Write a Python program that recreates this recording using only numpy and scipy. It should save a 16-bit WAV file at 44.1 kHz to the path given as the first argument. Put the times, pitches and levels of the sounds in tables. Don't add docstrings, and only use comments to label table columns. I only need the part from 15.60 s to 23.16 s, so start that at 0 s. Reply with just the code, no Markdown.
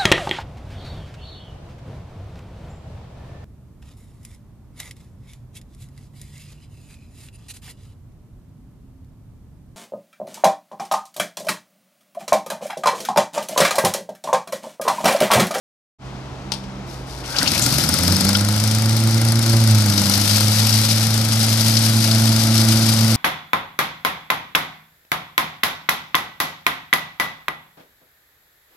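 import sys
import numpy as np
from scipy import signal
from scipy.fft import rfft, irfft
from scipy.io import wavfile
from scipy.ndimage import uniform_filter1d, map_coordinates

SR = 44100
rng = np.random.default_rng(int(sys.argv[2]) if len(sys.argv) > 2 else 0)


def to_wav(sig):
    pcm = np.clip(np.atleast_2d(sig), -1, 1) * 32767
    pcm = np.round(pcm).astype(np.int16)
    wavfile.write(sys.argv[1], SR, pcm.T)


N = 333396
T = np.arange(N) / SR
PULL_S, SUCTION_S, FIRST_FIRING_S = 1.515, 1.755, 1.829
GOVERNED_SPEED = 55.79

# (frequency [Hz], level [dB])
FAR_TONES = [(57.5, -43.5), (64.5, -73)]
# (start [s], length [s], level [dB])
FAR_THIRD_SWELLS = [(.4, 0.15, -41.5), (.79, 0.41, -36)]
# (frequency [Hz], level [dB])
WASH_COLOUR = [(20, -24), (50, -4.5), (200, -9.5), (330, -9.5), (450, -15), (850, -14), (1900, -24.5),
               (5500, -31), (8000, -40), (15000, -56)]
# (time [s], level [dB])
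LEVER_SNAPS = [(0.9195, -15), (0.937, -26), (1.038, -39)]
# (frequency [Hz], width [Hz], level [dB])
LEVER_MODES = [(910, 150, 3), (2640, 660, -5), (3700, 740, -3), (4280, 250, -7), (4380, 440, -1),
               (5720, 140, 0.5), (8600, 1200, -11.5)]
# (frequency [Hz], level [dB])
CRACK_COLOUR = [(200, -7.5), (900, -23), (2200, -7), (3300, 4.5), (5000, 16), (7000, 0.5), (15000, -20)]
# (start [s], length [s], level [dB])
RUSTLES = [(1.26, 0.085, -41), (1.46, 0.14, -40.5), (1.64, 0.1, -30.5)]
# (frequency [Hz], level [dB])
RUSTLE_COLOUR = [(200, -26), (700, -16), (1900, -12.5), (2800, -8), (3800, -3.5), (5000, 0.5), (5700, -2),
                 (6800, -9.5), (9500, -9.5), (12000, -11.5), (14500, -21.5)]
# (frequency [Hz], width [Hz], level [dB])
BODY_MODES = [(305, 37, 3), (553, 91, 2), (716, 294, 0), (910, 230, 1), (1375, 280, -1.5),
              (2240, 450, -6.5)]
# (start [s], length [s], level [dB])
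CORD_WHIRR = [(1.63, .19, -35)]
# (time [s], ring [Hz], level [dB])
REEL_RASPS = [(1.64, 2800, -36.5), (1.68, 1400, -33), (1.743, 1430, -24.5), (1.757, 2920, -21.5),
              (1.801, 1640, -22.5), (1.855, 2640, -20.5), (1.935, 2560, -24.5), (2.015, 6860, -15)]
# (start [s], length [s], level [dB])
LEAF_PATCHES = [(1.76, 0.39, -27), (3.78, 0.034, -31), (4.24, 0.92, -27.5), (5.6, 2.0, -30)]
# (time [s], level [dB])
HOUSING_STRIKES = [(1.7654, -9.5), (1.7853, -3), (1.877, -2), (2.667, -10), (4.379, -4), (4.5375, -4),
                   (4.6159, -14), (5.1272, -7), (5.2886, -6), (6.169, -1.5), (6.512, -5), (6.9797, -4.5)]
# (frequency [Hz], width [Hz], level [dB])
MUFFLER_MODES = [(85, 35, 0), (128, 74, 3), (205, 77, 3), (290.5, 77, -2)]
# (frequency [Hz], level [dB])
SPIT_COLOUR = [(500, -12.5), (2500, -16), (4800, 7), (7000, -3.5), (9000, 2.5), (14500, -6)]
# (frequency [Hz], half width [Hz], gain [dB])
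DUCT_MODES = [(116.4, 22, 9.5), (195.3, 8.6, 7)]
# (harmonic [number], level [dB])
DRONE_HARMONICS = [(3, -36), (4, -52), (5, -46.5), (6, -47), (7, -54), (8, -53)]
# (time [s], half length [s], gain [dB])
DRONE_SWELLS = [(2.493, 0.076, 10), (4.14, .14, 7), (4.9, 0.088, 2), (5.76, 0.55, -2.4)]
# (time [s], half length [s], gain [dB])
THIRD_DIPS = [(3.1, 0.18, -7), (5.463, 0.53, -10.5)]
# (time [s], level [dB])
BUMPS = [(2.49, -23), (2.65, -19.5), (3.935, -17)]
# (time [s], level [dB])
DEBRIS_HITS = [(2.7505, -8.5)]
# (frequency [Hz], width [Hz], level [dB])
IMPELLER_MODES = [(1410, 82, -2), (3270, 280, -1), (5120, 200, 2)]
# (frequency [Hz], correlation [0 to 1])
MIC_LIKENESS = [(25, 0.75), (90, .995), (650, 0.7), (1400, 0.75), (4000, 0.55), (14000, 0.049)]
# (frequency [Hz], level [dB])
MIC_BALANCE = [(100, -1), (300, -2.5), (800, -0.5), (1400, 0), (2000, 3.5), (2400, 3.5), (3300, 12.5),
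               (4400, 12), (5400, 12.5), (6600, 3), (7800, 6.5), (10000, 5), (14000, 2.5)]
# (frequency [Hz], phase [rad])
MIC_PHASE = [(700, 0), (1120, 1.47), (1380, 0.63), (1720, 1.48), (2070, 1), (3100, 1.66), (6000, 0.4),
             (14000, 1.5)]


def amp(db):
    return 10 ** (np.asarray(db) / 20)


def unit(x):
    return x / np.sqrt(np.mean(x ** 2))


def across(points):
    hz, value = np.transpose(points)
    return np.interp(np.log(np.arange(N + 1) * SR / (2 * N) + 1), np.log(hz), value)


def shape(x, response):
    return irfft(rfft(x, 2 * N) * response)[..., :N]


def colour(x, points):
    return unit(shape(x, amp(across(points))))


def ring(x, modes):
    return sum((-1) ** k * amp(db) * signal.lfilter(*signal.iirpeak(hz, hz / width, SR), x)
               for k, (hz, width, db) in enumerate(modes))


def air():
    likeness = np.clip(across(MIC_LIKENESS), 0, 1)
    mid, side = shape(rng.standard_normal((2, N)), np.sqrt([1 + likeness, 1 - likeness]))
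    return unit(np.array([mid + side, mid - side]))


def walk(per_s):
    return map_coordinates(rng.standard_normal(4096), [T * per_s], order=3, mode="wrap")


def fade(hits, t60):
    return signal.lfilter([1], [1, -amp(-60 / (t60 * SR))], hits + 1e-18)


def blows(rows):
    s, db = np.transpose(rows)
    return np.bincount((s * SR).astype(int), amp(db), N)


def beats(cycle):
    return np.diff(np.floor(cycle), prepend=np.floor(cycle[0]))


def swells(rows, attack_s, release_s):
    return sum(amp(db) * (1 - np.exp(-np.maximum(T - s, 0) / attack_s))
               * np.exp(-np.maximum(T - s - length, 0) / release_s) for s, length, db in rows)


def humps(x, rows):
    return sum(db * np.exp(-((x - centre) / width) ** 2) for centre, width, db in rows)


def far_engine(hz=65):
    angle = 2 * np.pi * hz * T + 0.046 * walk(2.8)
    hum = sum(amp(db) * np.sin(2 * np.pi * tone_hz * T) for tone_hz, db in FAR_TONES)
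    third = swells(FAR_THIRD_SWELLS, attack_s=0.067, release_s=.08)
    hum += amp(-38) * np.sin(2 * angle) + third * np.sin(3 * angle)
    wash = colour(air(), WASH_COLOUR) * amp(-35 + 0.2 * walk(6.1))
    return (np.sqrt(2) * hum + wash) * amp(np.interp(T, [1.8, 2.8], [0, -8]))


def lever():
    hits = blows(LEVER_SNAPS)
    metal = amp(-4) * (unit(ring(air(), LEVER_MODES)) + colour(air(), CRACK_COLOUR))
    return metal * (fade(hits, t60=0.038) + amp(-14) * fade(hits, t60=0.27))


def rustle():
    hiss = colour(air() * amp(2.5 * walk(280)), RUSTLE_COLOUR)
    return hiss * swells(RUSTLES, attack_s=0.025, release_s=0.074)


def clatter(cycle, level_db=-32):
    pattern = rng.standard_normal(400) * amp(2.1 * rng.standard_normal(400))
    knocks = np.interp(cycle % 1, np.linspace(0, 1, len(pattern)), pattern) * amp(2 * walk(60))
    loose = air() * amp(2 * np.cos(4 * np.pi * cycle))
    body = unit(amp(-2) * unit(ring(knocks, BODY_MODES)) + unit(ring(loose, BODY_MODES)))
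    return body * amp(level_db + 2 * side_on() ** 2) * np.clip((T - PULL_S) / 0.35, 0, 1)


def cord(start_hz=1300, rise_hz_per_s=1150):
    hz = start_hz + rise_hz_per_s * np.clip(T - PULL_S, 0, .25)
    angle = 2 * np.pi * np.cumsum(hz) / SR
    whirr = walk(140) * np.cos(angle) + walk(140) * np.sin(angle)
    return whirr * swells(CORD_WHIRR, attack_s=.1, release_s=.02)


def starter_reel(width_share=0.23, rise_s=0.0088):
    chatter = air() * amp(4 * walk(250))
    rasps = 0
    for s, hz, db in REEL_RASPS:
        swell = uniform_filter1d(fade(blows([(s, db)]), t60=0.23), int(rise_s * SR) + 1)
        rasps += swell * unit(ring(chatter, [(hz, width_share * hz, 0)]))
    return rasps


def leaves(chips_per_s=700, rush=0.93, airflow_db=-30, shred_db=-7):
    chips = (rng.random(N) < chips_per_s / SR) * amp(3 * np.minimum(rng.exponential(size=N), 5))
    grain = unit(np.sqrt(rush ** 2 + unit(fade(chips, t60=0.028)) ** 2))
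    airflow = amp(airflow_db) * np.clip((T - SUCTION_S) / 0.038, 0, 1)
    intake = swells(LEAF_PATCHES, attack_s=0.22, release_s=0.51)
    rattle = (airflow + intake) * colour(air() * grain, RUSTLE_COLOUR)
    hiss = colour(air() * grain, [(3000, -30), (8000, -2), (12000, 14), (14500, -24)])
    return (rattle + amp(shred_db) * intake * hiss) * amp(3 + 0.92 * walk(35))


def strikes():
    return amp(-8) * fade(blows(HOUSING_STRIKES), t60=0.065) * colour(air(), CRACK_COLOUR)


def crank_speed(catch=21.122, unloaded=57.495, sagged=49.815,
                run_up_s=.618, load_at_s=3.866, sag_s=.63, recover_s=.412):
    running_s = np.maximum(T - FIRST_FIRING_S, 0)
    free = unloaded - (unloaded - catch) * np.exp(-(running_s / run_up_s) ** 1.219)
    recovering_s = np.maximum(T - load_at_s - sag_s, 0)
    governed = GOVERNED_SPEED - (GOVERNED_SPEED - sagged) * np.exp(-recovering_s / recover_s)
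    ramp = np.clip((T - load_at_s) / sag_s, 0, 1)
    load = ramp ** 2 * (3 - 2 * ramp)
    return free + load * (governed - free)


def throttle(speed, cruise_db=-4, governor_db=3.5):
    share = speed / GOVERNED_SPEED
    wanted_db = cruise_db + governor_db * (10 * (1 - share)) ** 2
    wide_open_db = 4.5 + 11 * np.log10(share)
    return np.where(T > FIRST_FIRING_S - .03, np.minimum(wanted_db, wide_open_db), -80)


def exhaust(cycle, throttle_db, thump_db=-35, burble_db=-28, bark_db=-27, spit_db=-11.5):
    firings = beats(cycle) * amp(1.8 * walk(30))
    thump = amp(thump_db) * unit(ring(firings, MUFFLER_MODES))
    burble = unit(ring(air(), MUFFLER_MODES)) * amp(burble_db + 2 * np.cos(2 * np.pi * cycle))
    boom = signal.sosfilt(signal.butter(3, [65, 380], "band", fs=SR, output="sos"), thump + burble)
    bark = amp(bark_db) * fade(firings, t60=0.12) * unit(ring(air(), BODY_MODES))
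    puff = uniform_filter1d(fade(firings, t60=.023), size=64)
    spit = amp(spit_db + 0.84 * throttle_db) * puff * colour(air(), SPIT_COLOUR)
    return (boom + bark) * amp(throttle_db) + spit


def duct(hz, bass_hz=69.6):
    return amp(humps(hz, DUCT_MODES)) / np.sqrt(1 + (bass_hz / hz) ** 8)


def impeller(cycle, speed, fundamental_db=-26, octave_db=-25):
    share = speed / GOVERNED_SPEED
    growth_db = 38 * np.log10(share)
    swell_db = humps(T, DRONE_SWELLS)
    turned = side_on()
    fundamental = amp(fundamental_db + growth_db + swell_db) * duct(2 * speed)
    octave = amp(octave_db + growth_db + 0.62 * swell_db + 5 * turned) * duct(4 * speed)
    angle = 8 * np.pi * cycle
    drone = fundamental * np.cos(angle) + octave * np.cos(2 * angle)
    shift_db = {3: humps(T, THIRD_DIPS), 6: 9 * turned}
    for k, db in DRONE_HARMONICS:
        turbulence_db = 3 * walk(5.4)
        level_db = db + shift_db.get(k, -3 * turned) + 0.57 * swell_db + turbulence_db
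        drone += np.cos(k * angle + k - 2) * amp(level_db) * share ** 2
    flutter = amp(1.23 * walk(30) / share ** 2)
    return -np.sqrt(2) * drone * flutter * (cycle > 0)


def valve(cycle, throttle_db, lead_cycles=0.14, ring_hz=5200, width_hz=70):
    ticks = beats(cycle + lead_cycles) * amp(3.6 * throttle_db + 2 * walk(30)) * (cycle > 0)
    pings = ring(ticks, [(ring_hz, width_hz, 0)])
    return amp(-10.5) * pings / np.abs(pings).max()


def bumps():
    rumble = colour(air(), [(20, -2), (60, 1), (300, -3), (700, -12), (2000, -21), (8000, -60)])
    return rumble * fade(blows(BUMPS), t60=0.095)


def clank():
    return fade(blows(DEBRIS_HITS), t60=0.05) * unit(ring(air(), IMPELLER_MODES))


def side_on(start_s=5.5, length_s=1.5):
    return np.clip((T - start_s) / length_s, 0, 1)


def scene():
    speed = crank_speed()
    throttle_db = throttle(speed)
    cycle = np.cumsum(speed) / SR / 2
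    cycle -= np.interp(FIRST_FIRING_S, T, cycle)
    engine = impeller(cycle, speed) + exhaust(cycle, throttle_db)
    engine += valve(cycle, throttle_db) + clatter(cycle)
    return (engine + starter_reel() + leaves() + strikes() + clank()
            + lever() + rustle() + bumps() + far_engine() + cord())


def record(dry, ceiling=.88, top_hz=14650):
    sides = np.array([[.5], [-.5]])
    balance = amp(sides * across(MIC_BALANCE))
    balance /= np.sqrt(np.mean(balance ** 2, axis=0))
    heard = shape(dry, balance * np.exp(1j * sides * across(MIC_PHASE)))
    heard *= np.clip((T - .385) / 0.071, 0, 1)
    rounded = heard / (1 + (heard / ceiling) ** 6) ** (1 / 6)
    return signal.sosfiltfilt(signal.ellip(8, .1, 45, top_hz, fs=SR, output="sos"), rounded)


dry = scene()
out = record(dry)
to_wav(out)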